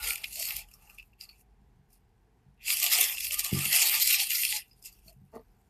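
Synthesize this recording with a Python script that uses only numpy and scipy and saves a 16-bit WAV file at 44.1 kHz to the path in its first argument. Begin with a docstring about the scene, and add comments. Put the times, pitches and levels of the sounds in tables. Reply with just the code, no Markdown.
"""At a desk in a quiet room, close to a small microphone: two hands pick at a sheet of clear plastic film,
crumple it into a ball and toss it aside. Its creases buckle in swarms of clicks that ring the film's modes,
and squeezed air pockets sound as puffs of noise in narrow resonances. Fingers settle on a book as slips that
ring its cover; a wrist bumps the desk as rounded pushes that ring its top.
Behind lie a low hum of resonant noise and room tone of coloured noise."""
import sys
import numpy as np
from scipy import signal
from scipy.fft import rfft, irfft
from scipy.io import wavfile

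SR = 44100
rng = np.random.default_rng(int(sys.argv[2]) if len(sys.argv) > 2 else 0)


def to_linear_factor(level_db):
    """Convert decibel levels (scalar or array-like) to linear amplitude factors."""
    exponent = np.asarray(level_db, float) / 20
    return 10 ** exponent


def dump_mix(stems):
    """Bounce the given channels to the path in sys.argv[1] as a 16-bit WAV at rate SR."""
    frames = np.atleast_2d(stems).T  # one column per channel
    limited = np.clip(frames, -1, 1)  # hard clip at full scale
    pcm = np.round(limited * 32767).astype(np.int16)
    wavfile.write(sys.argv[1], SR, pcm)


N = 250929   # length [samples]

# single creases that snap, close by:
# start t/s, peak level/dB, favoured pitch f/Hz, bright sheen against the peak level/dB, dying time t60/s
SNAPS = [(0.0732, -21, 2807, -10.5, 0.06), (0.1047, -18, 2300, -16.5, 0.06), (0.1324, -23, 2420, -9, 0.06),
         (0.156, -21, 2430, -12, 0.06), (0.178, -27, 2384, -13, 0.069), (0.2409, -18, 2405, -21, 0.056),
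         (0.2544, -29.5, 2585, -15.5, 0.06), (0.3287, -26, 4290, -8, 0.06),
         (0.3556, -26, 4260, -10.5, 0.06), (0.397, -21.5, 5030, -9, 0.06), (0.4259, -17, 4730, -10, 0.06),
         (0.4534, -23, 4340, -10, 0.06), (0.4864, -23, 4320, -13.5, 0.06), (0.5053, -19.5, 2650, -15, 0.06),
         (0.5646, -19, 4250, -8, 0.12), (0.6858, -46, 2900, -9, 0.06), (0.7134, -42, 2640, -11, 0.06),
         (0.7377, -37.5, 5630, -11.5, 0.06), (0.824, -53, 2710, -8, 0.06), (0.8734, -47, 2620, -16, 0.06),
         (0.8969, -37, 2730, -15.5, 0.081), (0.9453, -50.5, 2460, -5, 0.06),
         (0.9832, -35.5, 2570, -19.5, 0.076), (0.9957, -39.5, 2630, -24.5, 0.053),
         (1.0251, -47.5, 2610, -18, 0.052), (1.1313, -56.5, 2640, -21, 0.052),
         (1.2087, -30.5, 4850, -17.5, 0.13), (1.2364, -36.5, 4870, -13, 0.065),
         (1.2514, -41.5, 4570, -16.5, 0.069), (1.29, -40.5, 4460, -22.5, 0.11),
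         (1.3294, -53, 2380, -17, 0.071), (1.4097, -50, 2660, -6, 0.048), (1.9036, -56, 5560, -8, 0.055),
         (1.93, -51, 5190, -7, 0.06), (2.6618, -26.5, 2670, -10, 0.06), (2.6798, -20, 2710, -13, 0.06),
         (2.7018, -10.5, 2850, -14.5, 0.06), (2.7686, -15.5, 2570, -8.5, 0.06),
         (2.7994, -15.5, 4890, -9.5, 0.06), (2.8285, -10.5, 2680, -12.5, 0.06),
         (2.8409, -12, 2610, -9.5, 0.06), (2.8629, -11, 3467, -12.5, 0.069),
         (2.9238, -12, 5090, -12, 0.052), (2.9334, -10, 2170, -10.5, 0.06),
         (2.9564, -14.5, 2450, -11, 0.06), (2.9851, -11, 2700, -11, 0.06), (3.0106, -10.5, 2760, -6, 0.06),
         (3.0404, -16.5, 5300, -7.5, 0.06), (3.0849, -22, 2780, -9, 0.06), (3.1234, -26.5, 2400, -18, 0.06),
         (3.1704, -25.5, 2820, -15.5, 0.06), (3.1807, -23.5, 2740, -15, 0.07),
         (3.2054, -20, 3480, -10.5, 0.065), (3.244, -19, 3150, -9, 0.06), (3.267, -21.5, 3200, -12, 0.071),
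         (3.3069, -18.5, 2280, -14.5, 0.06), (3.3254, -26, 2350, -10, 0.06),
         (3.3418, -17.5, 2630, -8.5, 0.075), (3.3922, -13, 4420, -7.5, 0.06), (3.4451, -16, 4200, -8, 0.06),
         (3.4624, -20, 3090, -13, 0.06), (3.5344, -19.5, 2700, -11, 0.06), (3.5568, -22.5, 2690, -11, 0.06),
         (3.5884, -16.5, 2140, -11, 0.06), (3.6546, -16, 2690, -12.5, 0.06),
         (3.7274, -10, 2760, -13.5, 0.06), (3.7604, -9.5, 4910, -12.5, 0.06),
         (3.7844, -11.5, 2700, -14, 0.06), (3.8164, -11.5, 2720, -12, 0.06), (3.8274, -10, 4800, -15, 0.06),
         (3.8704, -13, 4350, -9.5, 0.06), (3.8944, -13, 2750, -9, 0.06), (3.9414, -12.5, 4780, -13.5, 0.06),
         (3.9978, -13.5, 4720, -11.5, 0.06), (4.0731, -12.5, 4740, -10, 0.06),
         (4.1044, -10.5, 2340, -13, 0.06), (4.1424, -11.5, 2340, -13, 0.06),
         (4.1999, -13, 2790, -15.5, 0.06), (4.2694, -23, 4840, -9.5, 0.06),
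         (4.3036, -17.5, 2640, -11, 0.06), (4.3164, -14.5, 2640, -13, 0.06), (4.3544, -13, 5010, -13, 0.06),
         (4.4324, -14.5, 2675, -17, 0.06), (4.4493, -11.5, 2660, -15.5, 0.06),
         (4.5234, -13.5, 2470, -16, 0.063), (4.5604, -19, 2670, -13.5, 0.097),
         (4.6174, -40, 2650, -19, 0.06), (4.6962, -53.5, 5070, -12, 0.06),
         (4.7102, -48.5, 5000, -21.5, 0.06), (4.7304, -50, 5000, -17.5, 0.06),
         (4.8249, -41.5, 5150, -12, 0.06), (4.8389, -39, 5000, -10, 0.06), (4.8564, -30, 5260, -8, 0.078),
         (4.9254, -43, 4780, -9, 0.06), (4.9914, -55, 2660, -7, 0.06), (5.0804, -38.5, 4440, -13.5, 0.064),
         (5.1284, -55, 2600, -10, 0.06), (5.3532, -47, 1915, -12, 0.06)]
# ringing modes of the film, one list a voice (slack belly, low, middle, bright):
# f/Hz, t60 of one resonator pass t/s, relative level/dB
FILM_MODES = [
    [(450, 0.003, -0.5), (683, 0.011, -3), (854, 0.0075, 1.5), (1190, 0.014, 0.5), (1350, 0.0051, 1),
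     (1810, 0.0061, -8)],
    [(1950, .006, -6.5), (2150, .006, -3.5), (2400, .007, -3), (2660, .008, 0), (2900, .007, -4),
     (3200, .006, -6), (3500, .005, -5)],
    [(3850, .005, -3.5), (4200, .005, -4), (4450, .007, -2), (4750, .006, -2), (5050, .007, 0),
     (5450, .005, -3)],
    [(5960, 0.0009, -3.5), (7170, 0.0016, -1), (8230, 0.0015, -4.5), (8980, 0.0017, -2.5),
     (9800, .0013, -1), (11170, .0013, 1.5), (12260, 0.0013, 2.5), (12400, 0.0029, -4.5),
     (13260, 0.0012, 8.5), (14100, 0.0024, 0.5)],
]


def film():
    """One stream of buckles drives all modes of the film, each with strengths of its own."""
    rustle_db = rustle_levels()
    busy = np.clip(to_linear_factor(rustle_db[3] + 65.5), .1, 1)   # barely moved film gives lone ticks
    buckles = clicks(2300 * busy, spread_db=2.6) * to_linear_factor(1.7 * drift(36)) / np.sqrt(busy)
    fine = clicks(9000, spread_db=2.0)
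    shapes = swarm_shapes(rise_s=0.0018, sharp_share=0.96)
    return sum(film_voice(k, rustle_db[k], buckles, fine, shapes) for k in range(len(FILM_MODES)))


def film_voice(k, rustle_db, buckles, fine, shapes):
    """Buckles and cracks force the modes of voice k; a snap favours modes near its pitch."""
    start_s, _, pitch, _, _ = np.transpose(SNAPS)
    peak_at = ((start_s + .002) * SR).astype(int)   # the peak comes 2 ms after the start
    hz, t60, db = np.transpose(FILM_MODES[k])
    near = np.exp(-(np.log(hz[:, None] / pitch) / .065) ** 2)
    # the bright sheen stays broad and cracks softly
    focus, crack_db = [(1.0, 0.0), (2.5, 2.0), (2.5, 2.0), (0, -4.0)][k]
    snap_power = mode_shares(db[:, None] + 12 * near, snap_levels(k, hz), focus)
    snap_power = snap_power * (k > 0)   # the slack belly does not snap
    rustle_power = mode_shares(db[:, None], rustle_db - 3, 0.41 * focus)
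    voice = np.zeros(N)
    for j in range(len(hz)):
        response = ring_twice(np.eye(1, 2000)[0], hz[j], t60[j])
        power = rustle_power[j] * to_linear_factor(3.52 * drift(11)) ** 2   # folds shift, modes come and go
        for i, snap, shape in zip(peak_at - 400, snap_power[j], shapes):
            power[i:i + len(shape)] += snap * shape
        force = rms_one(buckles * rng.standard_normal(N) + 1.15 * fine)
        force = force * np.sqrt(power / np.sum(response ** 2))
        crack = np.sqrt(snap_power[j]) * to_linear_factor(rng.normal(crack_db, 1, len(peak_at)))   # the crease itself
        force[peak_at - 50] += crack / np.max(response)
        voice += (-1) ** j * ring_twice(force, hz[j], t60[j])
    return cut(voice, 0.91 * hz[0], "high", order=4)   # little is radiated below the lowest mode


def gentleness():
    """0 for snaps of -22 dB or more, rising to 1 for those 14 dB weaker."""
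    return np.clip((-22 - np.transpose(SNAPS)[1]) / 14, 0, 1)


def snap_levels(k, hz):
    """Level of voice k in each snap: the sheen has its own, the others fade with distance from the pitch."""
    _, db, pitch, sheen_db, _ = np.transpose(SNAPS)
    if k == 3:
        return db + sheen_db + 2 - 2.5 * gentleness()   # weak snaps are duller
    octaves_off = np.abs(np.log2(pitch / np.clip(pitch, hz[0], hz[-1])))
    off_pitch_db = 12 * octaves_off * (1 + 1.2 * gentleness())   # weak snaps keep closer to their pitch
    crest_db = 8.5   # the peak over the ringing
    return db - crest_db - 0.85 * (sheen_db + 20) - off_pitch_db   # a brighter snap rings less


def swarm_shapes(rise_s, sharp_share):
    """Each snap is a swarm of buckles: a quick swell, a sharp peak and a thinning tail (power in time)."""
    t = np.arange(-400, 8000) / SR
    t60 = np.transpose(SNAPS)[4][:, None]
    sharp = np.clip(sharp_share - .3 * gentleness()[:, None], 0, 1)   # weak snaps crack less sharply
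    after = sharp * to_linear_factor(-60 * t / 0.004) ** 2 + (1 - sharp) * to_linear_factor(-60 * t / t60) ** 2
    return np.where(t < 0, np.exp(np.minimum(t, 0) / rise_s), after)


def mode_shares(mode_db, voice_db, focus):
    """Power of each mode: with focus, gently handled film sounds almost only in its strongest modes."""
    gentle = np.clip((-39 - voice_db) / 12, 0, 1)
    share = to_linear_factor(mode_db * (0.5 + focus * gentle)) ** 2
    return share / share.sum(axis=0) * to_linear_factor(voice_db) ** 2


# squeezes of the hands: greatest force t/s, rustle level/dB, swell by 20 dB t/s, fade by 20 dB t/s
# (both before the linger factor, sign without effect), slackness of the film level/dB
SQUEEZES = [(.025, -34.5, 0, 0.14, 4), (.11, -32.5, 0.14, 0.0444, 1), (.19, -47, -0.6, 0.1858, 5.5),
            (.335, -46, -0.15, -0.0053, -6.5), (.43, -32.5, 0.12, .09, -8), (.51, -36.5, 0.11, 0.08, 1.5),
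            (.58, -40.5, .08, 0.0626, 0), (.72, -69, 0.6, 0.07, 3), (.9, -63, 0.33, 0.14, 12),
            (1.0, -70, 0.5, 0.15, 3), (1.22, -49.5, 0.03, 0.04, -2), (1.3, -66, 0.1, .09, 8),
            (1.415, -65.5, -0.14, 0, -9), (1.93, -66, .05, 0.07, -10.5), (2.715, -26, 0.0685, 0.06, -2),
            (2.78, -30, 0.0345, 0.08, -8), (2.857, -24.5, 0.0664, 0.0448, 0.5),
            (2.935, -23.5, 0.0567, 0.0731, 3), (3.01, -26, 0.0655, 0.1039, 4.5),
            (3.11, -35.5, 0.1046, 0.11, 0), (3.19, -39.5, 0.054, .06, -11),
            (3.25, -31.5, 0.0538, 0.05, -9.5), (3.29, -38, 0.0435, 0.02, -7),
            (3.33, -29.5, 0.0285, 0.04, -7), (3.4, -30, 0.0416, 0.0243, -4), (3.462, -33, 0.0462, 0.06, 3),
            (3.57, -33, 0.0853, 0.1038, 6.5), (3.662, -29, 0.0768, .07, -1), (3.758, -21, 0.067, 0.118, 0),
            (3.85, -23, .1, 0.0949, -0.5), (3.945, -23.5, 0.0629, 0.0648, 0.5),
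            (4.009, -25.5, 0.023, 0.0819, -6.5), (4.102, -22.5, .09, 0.0863, -7),
            (4.15, -24.5, 0.0645, 0.0368, -3.5), (4.21, -25, 0.0631, 0.0581, -8),
            (4.27, -37, -0.04, 0.0224, -6.5), (4.33, -28, 0.0664, 0.1168, -11),
            (4.44, -29, 0.1657, .1, -10.5), (4.54, -29.5, 0.184, 0.0718, -7), (4.66, -66, 0.4, 0.13, -8),
            (4.81, -66, -0.1, 0.1, -5), (4.86, -42.5, 0.02, 0.0458, -12), (4.93, -63, .06, 0.1, -3),
            (5.09, -57.5, 0.08, 0.03, -2), (5.36, -66, 0.06, .03, -4.5), (5.5, -77, 0.9, 0.6, -3)]
# one entry a voice (slack belly, low, middle, bright): level against the rustle level/dB
VOICE_DB = [-23, -8.5, -8.5, 0]
# one entry a voice: share of the slackness it gains [dB per dB]
SLACK_SHARE = [1.1, 0.3, 0.0097, 0.032]
# one entry a voice: how far it moves with the rustle, about a firm squeeze [dB per dB]
FOLLOW = [0.83, 1.124, 1.1, 1.036]
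# one entry a voice: factor on swell and fade; the low voice enters before the sheen and outlasts it
LINGER = [.95, 1.317, 1.07, 1.0]


def rustle_levels():
    """Squeezes add up in power; each voice follows them, the lower ones more where the film is slack (dB)."""
    firm_db, rest_db = -30, -89   # the film is never quite still
    t = np.arange(0, N, 64)[:, None] / SR
    s, db, swell, fade, slack_db = np.transpose(SQUEEZES)
    shape_db = -20 * ((t - s) / np.where(t < s, swell, fade)) ** 2
    levels = []
    for voice_db, share, follow, linger in zip(VOICE_DB, SLACK_SHARE, FOLLOW, LINGER):
        squeeze_db = firm_db + follow * (db - firm_db) + share * slack_db + shape_db / linger ** 2
        power = to_linear_factor(rest_db) ** 2 + np.sum(to_linear_factor(squeeze_db) ** 2, axis=1)
        levels.append(np.interp(np.arange(N) / SR, t[:, 0], voice_db + 10 * np.log10(power)))
    return levels


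# air pockets between the folds, squeezed close by: middle t/s, f/Hz, level before fading in and out/dB
POCKETS = [(.013, 871, -57), (.019, 1419, -51.5), (.084, 459, -57), (.122, 808, -58), (.023, 1172, -56.5),
           (.11, 1395, -47.5), (.4, 654, -54), (.625, 820, -66), (2.728, 1183, -54), (2.854, 1177, -48.5),
           (2.862, 705, -48), (2.949, 1330, -50.5), (2.991, 736, -48.5), (3.014, 447, -51.5),
           (3.016, 1130, -52), (3.32, 605, -61.5), (3.355, 1207, -50.5), (3.468, 1160, -50.5),
           (3.576, 818, -53.5), (3.587, 1185, -50), (3.644, 1263, -49), (3.74, 660, -55.5),
           (3.765, 1579, -51.5), (3.801, 748, -51), (3.804, 1323, -51.5), (3.84, 880, -45),
           (3.888, 410, -58.5), (3.958, 896, -48.5), (3.959, 1197, -49), (4.113, 1456, -50.5),
           (4.138, 1155, -53), (4.212, 792, -51), (4.353, 1419, -55.5), (4.554, 854, -53.5),
           (5.101, 665, -63.5)]


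def pockets():
    """A puff of air excites a narrow cavity resonance for a moment."""
    out = np.zeros(N)
    size = int(2 * .058 * SR)   # twice 58 ms
    for s, hz, db in POCKETS:
        puff = rng.standard_normal(12000)
        tone = rms_one(ring_twice(puff, hz, 0.027))[:size] * np.hanning(size) * to_linear_factor(db)
        start = int(s * SR) - size // 2
        out[max(start, 0):start + size] += tone[max(-start, 0):]
    return out


# resonances of the book cover, close by: f/Hz, width f/Hz, relative level/dB
COVER = [(243.5, 9.6, -1.5), (446, 24, 4), (665, 35, 1.5), (900, 35, -5), (1166, 51, -4), (1890, 70, -14),
         (2790, 52, -24), (4480, 140, -20), (6300, 200, -26)]


def book():
    """Skin slips over the cover in small catches that ring its resonances."""
    slips = clicks(590, spread_db=4.5)
    body = np.zeros(N)
    for hz, width, db in COVER:
        t60 = np.log(1000) / (np.pi * width)
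        body += to_linear_factor(db) * rms_one(ring(slips * rng.standard_normal(N), hz, t60))
    start_s, catch_s, end_s = 5.325, 5.364, 5.41
    t = np.arange(N) / SR
    lift = np.exp(-np.maximum(t - end_s, 0) / 0.011)
    drag = to_linear_factor(-53.5) * np.clip((t - start_s) / 0.0059, 0, 1) * lift
    catch = to_linear_factor(-35.5) * np.exp(-np.abs(t - catch_s) / 0.0058)
    return rms_one(body) * (drag + catch)


# bumps of the wrist on the desk top: t/s, push level/dB, contact t/s
BUMPS = [(.54, -48, .006), (1.599, -57.5, 0.0036), (1.79, -50, .006), (2.46, -47, .006),
         (3.517, -37.5, .002), (3.527, -19.5, .002), (3.546, -31.5, .002), (3.571, -27, .002),
         (3.66, -37.5, .003), (3.97, -55, .003), (5.06, -54, 0.0028), (5.16, -46, 0.0062),
         (5.19, -51, .005), (5.215, -42.5, .005)]
# modes of the desk top: f/Hz, relative level/dB, t60 t/s
DESK_MODES = [(93, -8.5, .2), (140, -1.5, .26), (189.4, -3, 0.18), (246, -9, 0.072), (322.7, -12, 0.15),
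              (375.4, -16.5, 0.42)]


def desk():
    """Soft bumps, each a rounded push, ring the modes of the desk top; its deepest part is thinned."""
    push = np.zeros(N)
    for s, db, contact in BUMPS:
        shape = np.hanning(int(contact * SR) + 2)
        start = int(s * SR)
        push[start:start + len(shape)] -= to_linear_factor(db) * shape / shape.sum()
    ringing = sum(to_linear_factor(db) * ring(push, hz, t60) for hz, db, t60 in DESK_MODES)
    return cut(ringing, 99, "high", order=2)


def reflections(x, t60, wet_db):
    """Desk, shelf and walls send back a short diffuse tail."""
    t = np.arange(int(.3 * SR)) / SR
    tail = rng.standard_normal(len(t)) * to_linear_factor(-60 * t / t60) * (t > .002)
    tail = tail / np.sqrt(np.sum(tail ** 2))
    return x + to_linear_factor(wet_db) * signal.fftconvolve(x, tail)[:N]


# swells of the hum in the background: middle t/s, gain level/dB, Gaussian width t/s
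SWELLS = [(.02, -48, 0.075), (.55, -60, .25), (.98, -64.5, .06), (2.6, -59, 0.073), (3.32, -57, 0.11),
          (5.44, -67, 0.078)]


def hum():
    """Noise twice through one low resonance, its chance swings partly evened."""
    hz, width_hz = 46.4, 31   # width of one pass
    tone = rms_one(ring_twice(rng.standard_normal(N), hz, np.log(1000) / (np.pi * width_hz)))
    even = rms_one(tone / (.3 + np.abs(signal.hilbert(tone))) ** .7)
    t = np.arange(N) / SR
    swells = sum(to_linear_factor(db) * np.exp(-((t - s) / width) ** 2) for s, db, width in SWELLS)
    return even * (to_linear_factor(-64 + 1.5 * drift(3)) + swells)   # steady part wavers by 1.5 dB


# colour of the room in the background: f/Hz, relative level per Hz/dB
ROOM_TONE = [(41, -43), (70, -8), (131, -5), (154, -21), (172, -8.5), (192, -9.5), (282, -19), (301, -19.5),
             (441, -16), (565, -31.5), (757, -18.5), (1300, -32.5), (1550, -29), (3480, -39),
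             (15000, -49.5)]


def room_tone():
    """Noise with the colour of the room, wavering slowly."""
    hz = np.maximum(np.arange(N // 2 + 1) * SR / N, 1)
    at, db = np.transpose(ROOM_TONE)
    colour = to_linear_factor(np.interp(np.log(hz), np.log(at), db))
    noise = rms_one(irfft(rfft(rng.standard_normal(N)) * colour, N))
    return to_linear_factor(-68.5) * noise * to_linear_factor(1.0 * drift(2.2))


def rms_one(x):
    """Scale to unit power."""
    return x / np.sqrt(np.mean(x ** 2) + 1e-20)


def drift(rate):
    """Slow random wander of spread 1: noise through two equal low-pass poles at rate (Hz)."""
    r = np.exp(-2 * np.pi * 20 * rate / SR)   # computed at every 20th sample
    noise = rng.standard_normal(N // 20 + 3002)
    slow = signal.lfilter([1], [1, -2 * r, r * r], noise)[3000:]   # past the settling
    return np.interp(np.arange(N) / 20, np.arange(len(slow)), rms_one(slow))


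def ring(x, hz, t60):
    """A two-pole resonator: a unit click sets a dying sine of height 1 ringing."""
    r, w = to_linear_factor(-60 / (t60 * SR)), 2 * np.pi * hz / SR
    return signal.lfilter([0, np.sin(w)], [1, -2 * r * np.cos(w), r * r], x + 1e-18)


def ring_twice(x, hz, t60):
    """The same resonator passed twice, for steep skirts."""
    return ring(ring(x, hz, t60), hz, t60)


def clicks(per_s, spread_db):
    """Random clicks of unit power, many small and few large."""
    sizes = to_linear_factor(spread_db * np.minimum(rng.exponential(1, N), 4)) * rng.choice([-1, 1], N)
    return rms_one(sizes * (rng.random(N) < per_s / SR))


def cut(x, hz, kind, order):
    """Butterworth high-, low- or band-pass."""
    return signal.sosfilt(signal.butter(order, hz, kind, fs=SR, output="sos"), x)


def scene():
    """Film, book and desk close by, the room behind."""
    near = reflections(film() + pockets() + book(), t60=0.07, wet_db=-11.5)
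    return (near + desk() + hum() + room_tone())[None]


def roll_off(x):
    """The treble ends steeply here."""
    return signal.sosfilt(signal.butter(12, 15600, fs=SR, output="sos"), x)


def record(dry):
    """Small microphone: no deep bass, the top cut steeply."""
    no_bass = cut(dry, 38, "high", order=6)
    steep = signal.cheby2(14, 60, 14640, fs=SR, output="sos")   # 60 dB down from 14640 Hz
    mix = signal.sosfilt(steep, no_bass)
    return roll_off(mix)


dry = scene()
out = record(dry)
dump_mix(out)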